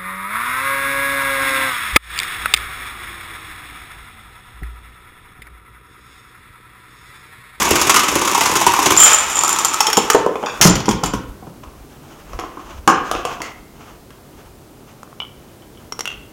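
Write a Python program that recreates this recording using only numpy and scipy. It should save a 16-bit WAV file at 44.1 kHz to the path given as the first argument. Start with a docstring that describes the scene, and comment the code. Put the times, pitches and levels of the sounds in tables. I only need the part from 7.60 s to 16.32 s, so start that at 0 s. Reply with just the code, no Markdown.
"""A row of plastic cases topples on a hard floor indoors, each slapping down on the one before it.
Small hard tiles and blocks clatter down, a board knocks, a frame slams and bounces, something drops
further off and slides or rolls between bounces, and a marble falls through wooden ramps. Each blow is a
noisy crack plus ringing modes, echoed by the room. A hand-held microphone follows on foot, with thuds
and brushing over a faint hush; it colours the blows and overloads on the loudest."""
import sys
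import numpy as np
from scipy import signal
from scipy.fft import rfft, irfft
from scipy.io import wavfile
from scipy.ndimage import uniform_filter1d

SR = 44100
rng = np.random.default_rng(int(sys.argv[2]) if len(sys.argv) > 2 else 0)


def dump_mix(stems):
    """Bounce the given channels to the path in sys.argv[1] as a 16-bit WAV at rate SR."""
    frames = np.atleast_2d(stems).T  # one column per channel
    limited = np.clip(frames, -1, 1)  # hard clip at full scale
    pcm = np.round(limited * 32767).astype(np.int16)
    wavfile.write(sys.argv[1], SR, pcm)


N = 384552
PLACES = 6  # room feeds; signal row 0 is the direct sound
OFF_DB = -np.inf


def undb(db):
    """Decibels to gain."""
    return 10 ** (np.asarray(db, float) / 20)


def unit(x):
    """Scale to rms 1."""
    return x / np.sqrt(np.mean(x ** 2))


def curve(points):
    """Interpolate (seconds, value) points per sample."""
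    return np.interp(np.arange(N) / SR, *np.transpose(points))


def colour(x, points):
    """Minimum-phase filter through (Hz, dB) points."""
    hz, db = np.transpose(points)
    log_gain = np.interp(np.log(np.arange(1, 2050) * SR / 4096), np.log(hz), db) * np.log(10) / 20
    cepstrum = irfft(log_gain)
    cepstrum[1:2048] *= 2
    cepstrum[2049:] = 0
    return signal.fftconvolve(x, irfft(np.exp(rfft(cepstrum))))[:len(x)]


def noise(spectrum):
    """Noise of rms 1 shaped by (Hz, dB) points."""
    return unit(colour(rng.standard_normal(N), spectrum))


def wander(rate_hz):
    """Smooth random drift of rms 1."""
    hold = int(SR / rate_hz)
    steps = np.repeat(rng.standard_normal(N // hold + 1), hold)
    return unit(uniform_filter1d(uniform_filter1d(steps, hold), hold)[:N])


def swells(events, depth_db=30):
    """Envelope of swells, each falling depth_db a half length from its peak; powers add."""
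    t = np.arange(0, N / SR + .01, .002)
    power = sum(undb(db - depth_db * np.abs(t - peak_s) / half_s) ** 2 for peak_s, db, half_s in events)
    return np.interp(np.arange(N) / SR, t, np.sqrt(power))


# Each row: frequency in Hz, relative level in dB.
HUSH_SPECTRUM = [(15, -50.5), (25, -16.5), (157, -3), (184, -7.5), (229, -5.5), (343, -6.5), (437, -8.5),
                 (474, -11.5), (692, -14), (883, -17.5), (2270, -27.5), (5110, -30), (15900, -32)]
def hush():
    """Faint, low, nearly steady background noise."""
    return undb(-43 + 0.5 * wander(2.6)) * noise(HUSH_SPECTRUM)


# Each row: peak time in seconds, level in dB.
THUDS = [(3.08, -21), (3.16, -23), (3.34, -27), (3.47, -27), (3.57, -29), (3.69, -28), (4.069, -38.5),
         (4.2, -42), (4.75, -28), (5.07, -48), (5.19, -32), (5.41, -37), (5.56, -31), (6.0, -45)]
# Each row: peak time in seconds, level in dB, half length in seconds.
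FRICTION_SWELLS = [(3.8, -53.5, 0.33), (4.04, -38.5, 0.024), (4.67, -42, 1), (5.01, -44, 0.18),
                   (5.11, -38.5, 0.34), (5.5, -34.5, 0.29), (5.58, -32, 0.15), (5.72, -30.5, 0.23),
                   (5.86, -33.5, 0.2), (6.264, -40.5, 0.24), (6.51, -52, 0.031), (6.83, -46.5, 0.21),
                   (7.33, -51, 0.63), (7.9, -52.5, 0.27), (8.03, -52, 0.056), (8.22, -49, .2)]
# Each row: frequency in Hz, relative level in dB.
FRICTION_SPECTRUM = [(300, -12), (800, -4), (1300, -3), (1800, -13), (3000, -11.5), (4200, -24),
                     (6500, -17), (9000, -33.5)]
def thuds_and_friction(thud_half_s=0.11, rumble_db=-54):
    """Steps and the frame's landings thud through floor and hand.
    Cloth and soles brush, and the dropped thing slides or rolls between its bounces."""
    low = noise([(20, -30), (40, -12), (60, -4.5), (100, -13.5), (300, -58)])
    friction = noise(FRICTION_SPECTRUM)
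    thuds = swells([(s, db, thud_half_s) for s, db in THUDS])
    handling = undb(rumble_db + 4.09 * wander(8.1))
    grain = undb(3 * wander(40))
    return (thuds + handling) * low + swells(FRICTION_SWELLS) * grain * friction


# Each row: frequency in Hz, T60 in seconds.
ROOM_DECAY = [(125, 0.54), (300, 0.62), (700, 0.49), (1800, 0.67), (4800, 0.373), (12000, 0.14)]
def room(x, tail_db=-4.5, build_s=0.0028):
    """Hard walls and floor return a diffuse tail from each place; the treble dies first."""
    t = np.arange(int(.9 * SR)) / SR
    bin_hz, frame_s, spectra = signal.stft(rng.standard_normal((PLACES, len(t))), SR, nperseg=256)
    hz, t60_s = np.transpose(ROOM_DECAY)
    bin_t60_s = np.interp(np.log(bin_hz + 1), np.log(hz), t60_s)[:, None]
    spectra *= np.exp(-np.log(1000) * frame_s / bin_t60_s)
    tails = signal.istft(spectra, SR, nperseg=256)[1][:, :len(t)]
    tails *= 1 - np.exp(-t / build_s)
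    tails /= np.linalg.norm(tails, axis=1, keepdims=True)
    return x[0] + undb(tail_db) * signal.fftconvolve(x[1:], tails, axes=1)[:, :N].sum(axis=0)


HOLLOW_HZ, SPLIT_HZ = 700, 1900  # low modes lie below SPLIT_HZ, hollow ones between the two
SCATTER_DB, EDGE_S = 2.5, 0.0025
def blows(events, modes, rise_s, crack_s, detune, wet_db, smear_rad=2, crack_taps=24, edge_db=OFF_DB):
    """Short noisy contacts ring clusters of four close modes, differently each time.
    Fewer crack_taps thin the crack to treble; a fifth event column scales the hollow modes' pitch."""
    hz, db, t60_s = np.repeat(np.transpose(modes)[:, :, None], repeats=4, axis=1)
    offset = np.tile([-1.5, -.5, .5, 1.5], len(modes))[:, None]
    t = np.arange(int(.11 * SR)) / SR
    fade = np.exp(-np.log(1000) * t / t60_s)
    contact = 1 - np.exp(-t / rise_s)  # flat faces meet over a moment, hard corners at once
    low = hz[:, 0] < SPLIT_HZ
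    hollow = low & (hz[:, 0] > HOLLOW_HZ)
    out = np.zeros((1 + PLACES, N + len(t)))
    for k, (start_s, crack_db, low_db, high_db, *scale) in enumerate(events):
        bend, size, phase = rng.standard_normal((3, len(hz), 1))
        pitch_hz = hz * (1 + detune * (offset + 0.42 * bend))
        pitch_hz[hollow] *= np.prod(scale)
        rings = undb(db + SCATTER_DB * size) * np.sin(2 * np.pi * pitch_hz * t + smear_rad * phase) * fade
        hiss = rng.standard_normal(len(t))
        crack = (hiss - uniform_filter1d(hiss, crack_taps)) * np.exp(-t / crack_s)
        parts = (crack_db, crack), (low_db, rings[low].sum(axis=0)), (high_db, rings[~low].sum(axis=0))
        blow = contact * sum(undb(part_db) * part / np.abs(part).max() for part_db, part in parts)
        blow += undb(crack_db + edge_db) * np.gradient(hiss) * np.exp(-t / EDGE_S)  # edge hits first
        i = int(start_s * SR)
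        out[0, i:i + len(t)] += blow
        out[1 + k % PLACES, i:i + len(t)] += undb(wet_db) * blow
    return out[:, :N]


# Each row: start in seconds, crack, low-mode and high-mode levels in dB.
DROP_HITS = [(4.036, -36.5, -33, -32), (4.7328, -31, -23, -28), (4.79, -33, -20.5, -18),
             (4.796, -17, -25.5, -21), (4.8374, -41, -25.5, -38), (4.9715, -43.5, -26.5, -50),
             (5.2761, 2.5, 0, -3.5), (5.3, -12, -13, -13), (5.5134, -6, -10.5, -15), (5.551, -40, -18, -13),
             (5.566, -38, -29.5, -24), (5.6512, -5, -13.5, -16.5), (5.8035, -38, -22.5, -23),
             (5.818, -10.5, -31, -13.5), (6.5056, -30, -38, -36)]
# Each row: frequency in Hz, level in dB, T60 in seconds.
DROP_MODES = [(176, -6, 0.044), (314, 4.5, 0.035), (477, -0.5, 0.031), (717, 1.5, 0.031),
              (1078, 4.5, 0.031), (1290, -1, 0.049), (1597, 3, 0.017), (2090, 2.5, 0.013), (2670, 4, 0.014),
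              (3160, 1.5, 0.0099), (4420, -0.5, 0.0059), (5440, 0, 0.0093), (6600, -7, 0.0081),
              (10800, -8, 0.0079)]
def far_drops():
    """Something drops and bounces further off, with more room in its sound."""
    return blows(DROP_HITS, DROP_MODES, rise_s=0.000049, crack_s=0.0039, detune=0.041, wet_db=1)


# Each row: start in seconds, crack, low-mode and high-mode levels in dB.
RAMP_HITS = [(7.4314, -27, -27, -43.5), (7.476, -51.5, -37, -57), (7.5284, -44, -33, -59),
             (7.6019, -32, -23, -11), (7.6195, -47, -26.5, -18), (7.633, -50, -33, -34),
             (7.642, -50, -37, -34), (7.65, -48, -41, -29), (8.0214, -52, -48.5, -36),
             (8.1504, -42, -53.5, -45), (8.174, -45, -51, -33)]
LOWER_RAMP_HITS = [(8.4555, -10, -26, -10), (8.4756, -10, -28, -10), (8.503, -29, -33, -20),
                   (8.517, -34, -42, -18), (8.527, -42, -47, -21)]
STOP_HITS = [(8.323, -14, -17, -13.5), (8.392, -9, -15.5, -12.5), (8.4071, -8.5, -21, -10)]
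# Each row: frequency in Hz, level in dB, T60 in seconds.
RAMP_MODES = [(880, -11, 0.025), (1140, 15, 0.0083), (1360, 11, 0.015), (2290, -2, 0.059), (3030, 6.5, 0.1),
              (3320, -1, 0.09), (5300, -9, 0.03)]
LOWER_RAMP_MODES = [(920, -21, 0.0095), (1510, 5, 0.027), (2180, -9, .03), (2760, 3, 0.1), (3000, -6, 0.06),
                    (3270, -4, 0.12), (4470, -13, .04), (6100, -8, 0.032)]
STOP_MODES = [(460, -0.5, 0.018), (970, 0, 0.0066), (1340, 9, 0.0056), (2070, -8, 0.06), (3000, -12, 0.022),
              (5620, 9, 0.046), (7000, -11, 0.034), (8300, -10.5, .015)]
def marble():
    """A marble taps a wooden ramp, strikes its end stop and lands on the next ramp down."""
    ramp = blows(RAMP_HITS, RAMP_MODES, rise_s=.0001, crack_s=0.0025, detune=0.0157,
                 wet_db=-10.5, smear_rad=0.75)
    landing = blows(LOWER_RAMP_HITS, LOWER_RAMP_MODES, rise_s=.0001, crack_s=0.0024, detune=0.0198,
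                    wet_db=-5.5, smear_rad=0.46)
    stop = blows(STOP_HITS, STOP_MODES, rise_s=.0001, crack_s=0.0035, detune=0.0076,
                 wet_db=-8.5, smear_rad=0.72)
    return ramp + stop + landing


def skid(start_s=3.013, end_s=3.08, level_db=-8):
    """The frame scrapes, harsh and uneven, until it lands."""
    t = np.arange(N) / SR
    scrape = noise([(300, -12), (1500, -4), (3000, -4), (4200, 4), (5400, 10), (6500, 5.5), (14000, 6)])
    out = np.zeros((1 + PLACES, N))
    out[:2] = undb(level_db + 6 * wander(330)) * scrape * (t > start_s) * (t < end_s)
    return out


# Each row: start in seconds, crack, low-mode and high-mode levels in dB.
RATTLE_HITS = [(2.8607, -13, -17.5, -15), (2.869, -29, -15, -20), (2.8853, -19, -18.5, -21),
               (2.897, -27, -28, -20), (2.92, -26, -38, -30), (2.941, -30, -25, -32),
               (2.953, -26, -26, -33), (2.982, -27, -31, -37)]
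FRAME_HITS = [(3.0054, -39, -14, -42), (3.0123, 11, -10, -15), (3.0524, -1, 6, -20),
              (3.1544, -8, -17, -9.5), (3.2023, -18, -23, -13), (3.2568, -17, -23, -13.5),
              (3.2812, -17, -4.5, -23), (3.2895, -8.5, -5.5, -8), (3.3105, -9, -30, -11),
              (3.4317, -32, -13, -34), (3.4362, -7.5, -8, -9.5), (3.46, -9.5, -30, -20),
              (3.5358, -12.5, -10.5, -17.5), (3.8251, -51, -29, -59.5), (3.869, -37, -28, -57)]
# Each row: frequency in Hz, level in dB, T60 in seconds.
RATTLE_MODES = [(696, -6, 0.01), (1110, 5, 0.0086), (1500, 5, 0.011), (2520, 3, 0.054), (3510, 3, 0.063),
                (4700, 0, 0.023), (5560, -2, 0.036), (6700, -3, 0.054)]
FRAME_MODES = [(117.4, 0, 0.23), (163, -1.5, 0.11), (201, 0.5, 0.11), (285, -1.5, 0.087), (394, -6.5, 0.07),
               (504, -2.5, 0.035), (744, -5.5, 0.041), (987, -4.5, 0.058), (1370, -3, 0.024),
               (2400, -4, 0.032), (3200, -7.5, 0.14), (3460, -6.5, 0.12), (4580, 2.5, 0.032),
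               (5460, 3, 0.04), (6500, 0.5, 0.035)]
def frame():
    """A loose part shakes, then the frame slams down and bounces."""
    rattle = blows(RATTLE_HITS, RATTLE_MODES, rise_s=0.00016, crack_s=0.002, detune=0.025,
                   wet_db=0, crack_taps=40)
    slam = blows(FRAME_HITS, FRAME_MODES, rise_s=0.00026, crack_s=0.013, detune=0.05, wet_db=-1.9)
    return rattle + slam


# Each row: start in seconds, crack, low-mode and high-mode levels in dB.
BOARD_HITS = [(2.375, 2, -4, -16), (2.547, -1, -1, -21), (2.662, -16, -7, -37), (2.756, -23, -14, -19),
              (2.828, -25, -18, -25), (2.836, -28, -12, -22.5)]
# Each row: frequency in Hz, level in dB, T60 in seconds.
BOARD_MODES = [(218, 4, 0.04), (288, 0, 0.052), (434, 3.5, 0.068), (558, -0.5, 0.058), (732, -0.5, 0.025),
               (869, -2.5, 0.047), (938, 0.5, 0.054), (1427, 2, 0.02), (2380, 7, 0.01), (2970, 0, 0.045)]
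def board():
    """A board knocks, ringing mostly in its low modes."""
    return blows(BOARD_HITS, BOARD_MODES, rise_s=.0002, crack_s=0.0037, detune=0.077,
                 wet_db=-3, crack_taps=60)


# Each row: start in seconds, crack, low-mode and high-mode levels in dB.
BLOCK_HITS = [(2.2054, 11.5, -7.5, -1), (2.2684, 0, -16, 1.5), (2.277, -8, -25, -20),
              (2.284, -14, -13.5, -23.5), (2.301, -5, -28, -29), (2.3298, 2, -22, -3),
              (2.337, -8, -21, -22), (2.3698, 4, -10.5, -3), (2.386, -3, -23, -18), (2.4144, -22, -36, -21),
              (2.4788, -19, -22.5, -31), (2.5008, 10, -12, -8)]
# Each row: frequency in Hz, level in dB, T60 in seconds.
BLOCK_MODES = [(434, -9.5, 0.049), (871, -1.5, 0.057), (1320, 1, 0.024), (2480, -10, .03),
               (3250, -3.5, .03), (5440, 4.5, 0.037), (6820, -4, 0.027), (9200, -6, 0.066),
               (12500, -8, .06)]
def blocks():
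    """Hard blocks land with sharp clicks."""
    return blows(BLOCK_HITS, BLOCK_MODES, rise_s=0.000051, crack_s=0.0042, detune=0.0085, wet_db=-3)


# Each row: time in seconds, level in dB.
CLATTER_LEVEL = [(0, -21.5), (.4, -27), (.95, -25.5), (1.33, -24), (1.4, -16.5), (1.47, -16), (1.66, -29),
                 (1.8, -28), (2.0, -27.5), (2.42, -31.5), (2.55, -39), (2.7, -50), (2.85, -48.5),
                 (3.0, -43)]
def clatter(ticks_per_s=220, case_db=-8, snap_db=6, snap_s=0.0036):
    """Dense, uneven small contacts across the floor ring the cases, then the tiles, which thin out."""
    length = int(CLATTER_LEVEL[-1][0] * SR)
    gain = undb(curve(CLATTER_LEVEL)[:length])
    tile_share = curve([(1.33, .1), (1.4, 1), (1.59, 1), (1.84, .05)])[:length]
    t = np.arange(int(.1 * SR)) / SR

    def ring(modes, detune):
        return sum(undb(db) * np.sin(2 * np.pi * hz * (1 + detune * rng.standard_normal()) * t)
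                   * np.exp(-np.log(1000) * t / t60_s) for hz, db, t60_s in modes)

    out = np.zeros((1 + PLACES, N))
    for place in range(1, 1 + PLACES):
        onsets = rng.random(length) < ticks_per_s / SR
        ticks = onsets * undb(1.5 * rng.exponential(size=length)) * rng.standard_normal(length)
        case, tile = ring(CASE_MODES[3:], detune=.13), ring(TILE_MODES, detune=.01)
        hiss = rng.standard_normal(len(t))
        snap = (hiss - uniform_filter1d(hiss, 24)) * np.exp(-t / snap_s)
        case, tile, snap = (unit(signal.fftconvolve(ticks, x)[:length]) for x in (case, tile, snap))
        rings = np.sqrt(1 - tile_share) * undb(case_db) * case + np.sqrt(tile_share) * tile
        out[place, :length] = gain * (rings + undb(snap_db) * snap) / np.sqrt(PLACES)
    out[0] = undb(-1) * out.sum(axis=0)
    return out


# Each row: start in seconds, crack and high-mode levels in dB.
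TILE_HITS = [(1.366, 5, -19), (1.3746, -4, 11.5), (1.4013, 13, 18.5), (1.418, 4, 13.5), (1.4344, 9, 13.5),
             (1.4468, 3, 13), (1.463, 2, -2.5), (1.4714, -10, 5.5), (1.513, -2, 2), (1.5323, 4.5, 6),
             (1.544, 9, 5), (1.585, -3, 1), (1.604, -5, -4), (1.622, -20, -8), (1.674, -18, -22),
             (1.6996, -14, -9), (1.706, -7, -12), (1.716, -14, -7), (1.73, -16, -8), (1.747, -23, -9),
             (1.7552, -3.5, 1), (1.7694, -4, -1), (1.779, -20, -10), (1.7901, -7, 4.5), (1.809, -14, -8),
             (1.825, -19, -15), (1.8355, 7.5, 1), (1.847, 5, -7), (1.858, -9, -8), (1.866, -20, -12),
             (1.879, 5, -5), (1.8923, 6.5, -1.5), (1.908, -12, -7), (1.928, 7, -1), (1.964, -6, -13),
             (1.987, 3, -9), (1.991, -1, -2.5), (2.0477, 10.5, 1), (2.053, 3.5, -13), (2.0836, -11, -7),
             (2.137, 0, -22), (2.1425, 5, -5.5), (2.1805, -15, -28), (2.371, -14, -0.5), (2.533, -6, -2.5),
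             (3.097, -15, -1), (3.157, -14, -18), (3.289, -13, -3), (3.436, -11, -15), (3.459, -37, -6)]
# Each row: frequency in Hz, level in dB, T60 in seconds.
TILE_MODES = [(922, -6, 0.039), (1124, -4.5, 0.025), (1301, 3, 0.04), (3180, -4, 0.03), (5550, -17, 0.029),
              (7200, 12.5, 0.048), (8260, 5.5, 0.05), (10800, -4, .015)]
def tiles(low_re_crack_db=-19.5):
    """Each tile strikes the next or the floor with a treble crack and a high ring."""
    hits = [(s, crack_db, crack_db + low_re_crack_db, high_db) for s, crack_db, high_db in TILE_HITS]
    return blows(hits, TILE_MODES, rise_s=0.0003, crack_s=0.0017, detune=0.013,
                 wet_db=-1.7, smear_rad=1, crack_taps=7)


# Each row: start in seconds, crack and clack levels in dB, clack pitch in Hz, body level in dB.
CASE_HITS = [(0.0, -2, -14, 900, -12), (0.016, -5, -13, 1330, -13), (0.0517, -2, -12.5, 906, -16),
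             (0.071, -21, -13, 860, -10), (0.1082, 4, -10, 986, -1.5), (0.156, 5.5, -8, 1530, -10),
             (0.199, -5, -24, 1240, -18), (0.2139, 7, -4.5, 1280, -11.5), (0.2705, 2, -16, 1340, -7.5),
             (0.2955, 10.5, -2, 1392, -8.5), (0.3426, 8.5, -5, 1400, -15), (0.3613, 11, -1, 1273, -8),
             (0.3937, 4.5, -15, 1250, -22), (0.434, 0.5, -10, 1290, -14.5),
             (0.4829, 2.5, -7.5, 1235, -14.5), (0.522, -6.5, -17, 1020, -10), (0.5544, 4.5, -5, 977, -5),
             (0.6148, 0.5, -10.5, 920, -12), (0.6526, -3.5, -11.5, 1000, -20), (0.6747, 1.5, -6, 1350, -16),
             (0.7144, -6, -19, 953, -18.5), (0.7484, 3, -2, 1040, -16), (0.777, 0, -6, 1004, -14),
             (0.809, 6, -6.5, 880, -10), (0.834, -1.5, -20.5, 1080, -14.5), (0.8571, 3.5, -3, 1046, -11),
             (0.891, -6, -11, 1000, -14.5), (0.9148, -1, -9, 980, -11.5), (0.9546, 3.5, -8, 1105, -14),
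             (0.965, 0.5, -9, 1066, -15), (1.0129, 2.5, -5, 853, -12.5), (1.0656, 8, -1, 940, -11.5),
             (1.1364, 0, -0.5, 1116, -16.5), (1.1895, -0.5, -3, 1020, -11),
             (1.2292, -1.5, -12.5, 970, -18.5), (1.259, 7.5, -6, 878, -9.5), (1.304, 5, -7.5, 1110, -12),
             (1.32, 3, -8, 1000, -6)]
# Each row: start in seconds, level in dB.
EDGE_TICKS = [(0.03, 4.5), (0.091, 0), (0.108, 9), (0.517, -4.5), (0.554, 1.5), (0.594, 3), (0.652, 0.5),
              (0.714, -1.5), (0.893, -3.5), (0.938, -1.5), (1.003, 0.5), (1.12, 2), (1.136, 0),
              (1.178, -4.5), (1.226, -0.5)]
# Each row: frequency in Hz, level in dB, T60 in seconds.
CASE_MODES = [(77, -4.5, 0.12), (135, -1, 0.05), (216, -2, 0.066), (300.5, -3.5, 0.096), (382, 0, .06),
              (539, -2.5, 0.042), (862, 3, 0.039), (1058.4, 7.5, 0.05), (1308, 2, 0.04), (2480, -11.5, .02),
              (3180, 4.5, 0.023), (5520, -7.5, 0.027), (6390, -7.5, .015), (7100, 4.5, 0.01087)]
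def cases(clack_mode_hz=1058, high_re_crack_db=-22):
    """Plastic cases slap onto each other with a hollow clack and a deep body; thin edges tick."""
    deep = [mode for mode in CASE_MODES if mode[0] < HOLLOW_HZ]
    upper = [mode for mode in CASE_MODES if mode[0] > HOLLOW_HZ]
    clack_hits = [(s, crack_db, clack_db, crack_db + high_re_crack_db, hz / clack_mode_hz)
                  for s, crack_db, clack_db, hz, _ in CASE_HITS]
    body_hits = [(s, OFF_DB, body_db, OFF_DB) for s, *_, body_db in CASE_HITS]
    edge_hits = [(s, db, OFF_DB, OFF_DB) for s, db in EDGE_TICKS]
    clacks = blows(clack_hits, upper, rise_s=0.0028, crack_s=0.01, detune=0.035,
                   wet_db=-3.5, smear_rad=1, edge_db=-7)
    bodies = blows(body_hits, deep + upper[-1:], rise_s=0.0056, crack_s=.01, detune=0.06,
                   wet_db=-2.5, smear_rad=1.5)  # blows needs one high mode, muted here
    edges = blows(edge_hits, upper, rise_s=0.0001, crack_s=0.0022, detune=0, wet_db=-2.5, crack_taps=4)
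    return clacks + bodies + edges


# Microphone in its housing. Each row: frequency in Hz, gain in dB.
MIC_RESPONSE = [(20, -12.5), (70, -9.5), (500, 7.5), (1150, 8.5), (1800, -0.5), (3200, 0), (4200, -5),
                (5300, -1.5), (6800, 1), (8000, -6.5), (12000, -9), (15500, -18.5)]
def scene():
    """Blows, clatter and skid pass through room and microphone; hush, thuds and friction add directly."""
    falls = cases() + tiles() + blocks() + board() + frame() + far_drops() + marble() + clatter() + skid()
    return (colour(room(falls), MIC_RESPONSE) + hush() + thuds_and_friction())[None]


def record(dry, clip_level=.92, cutoff_hz=15900):
    """The input overloads near full scale; a steep low-pass cuts the top."""
    lowpass = signal.ellip(12, .2, 85, cutoff_hz, fs=SR, output="sos")
    return signal.sosfilt(lowpass, np.clip(dry, -clip_level, clip_level))


dry = scene()
out = record(dry)
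dump_mix(out)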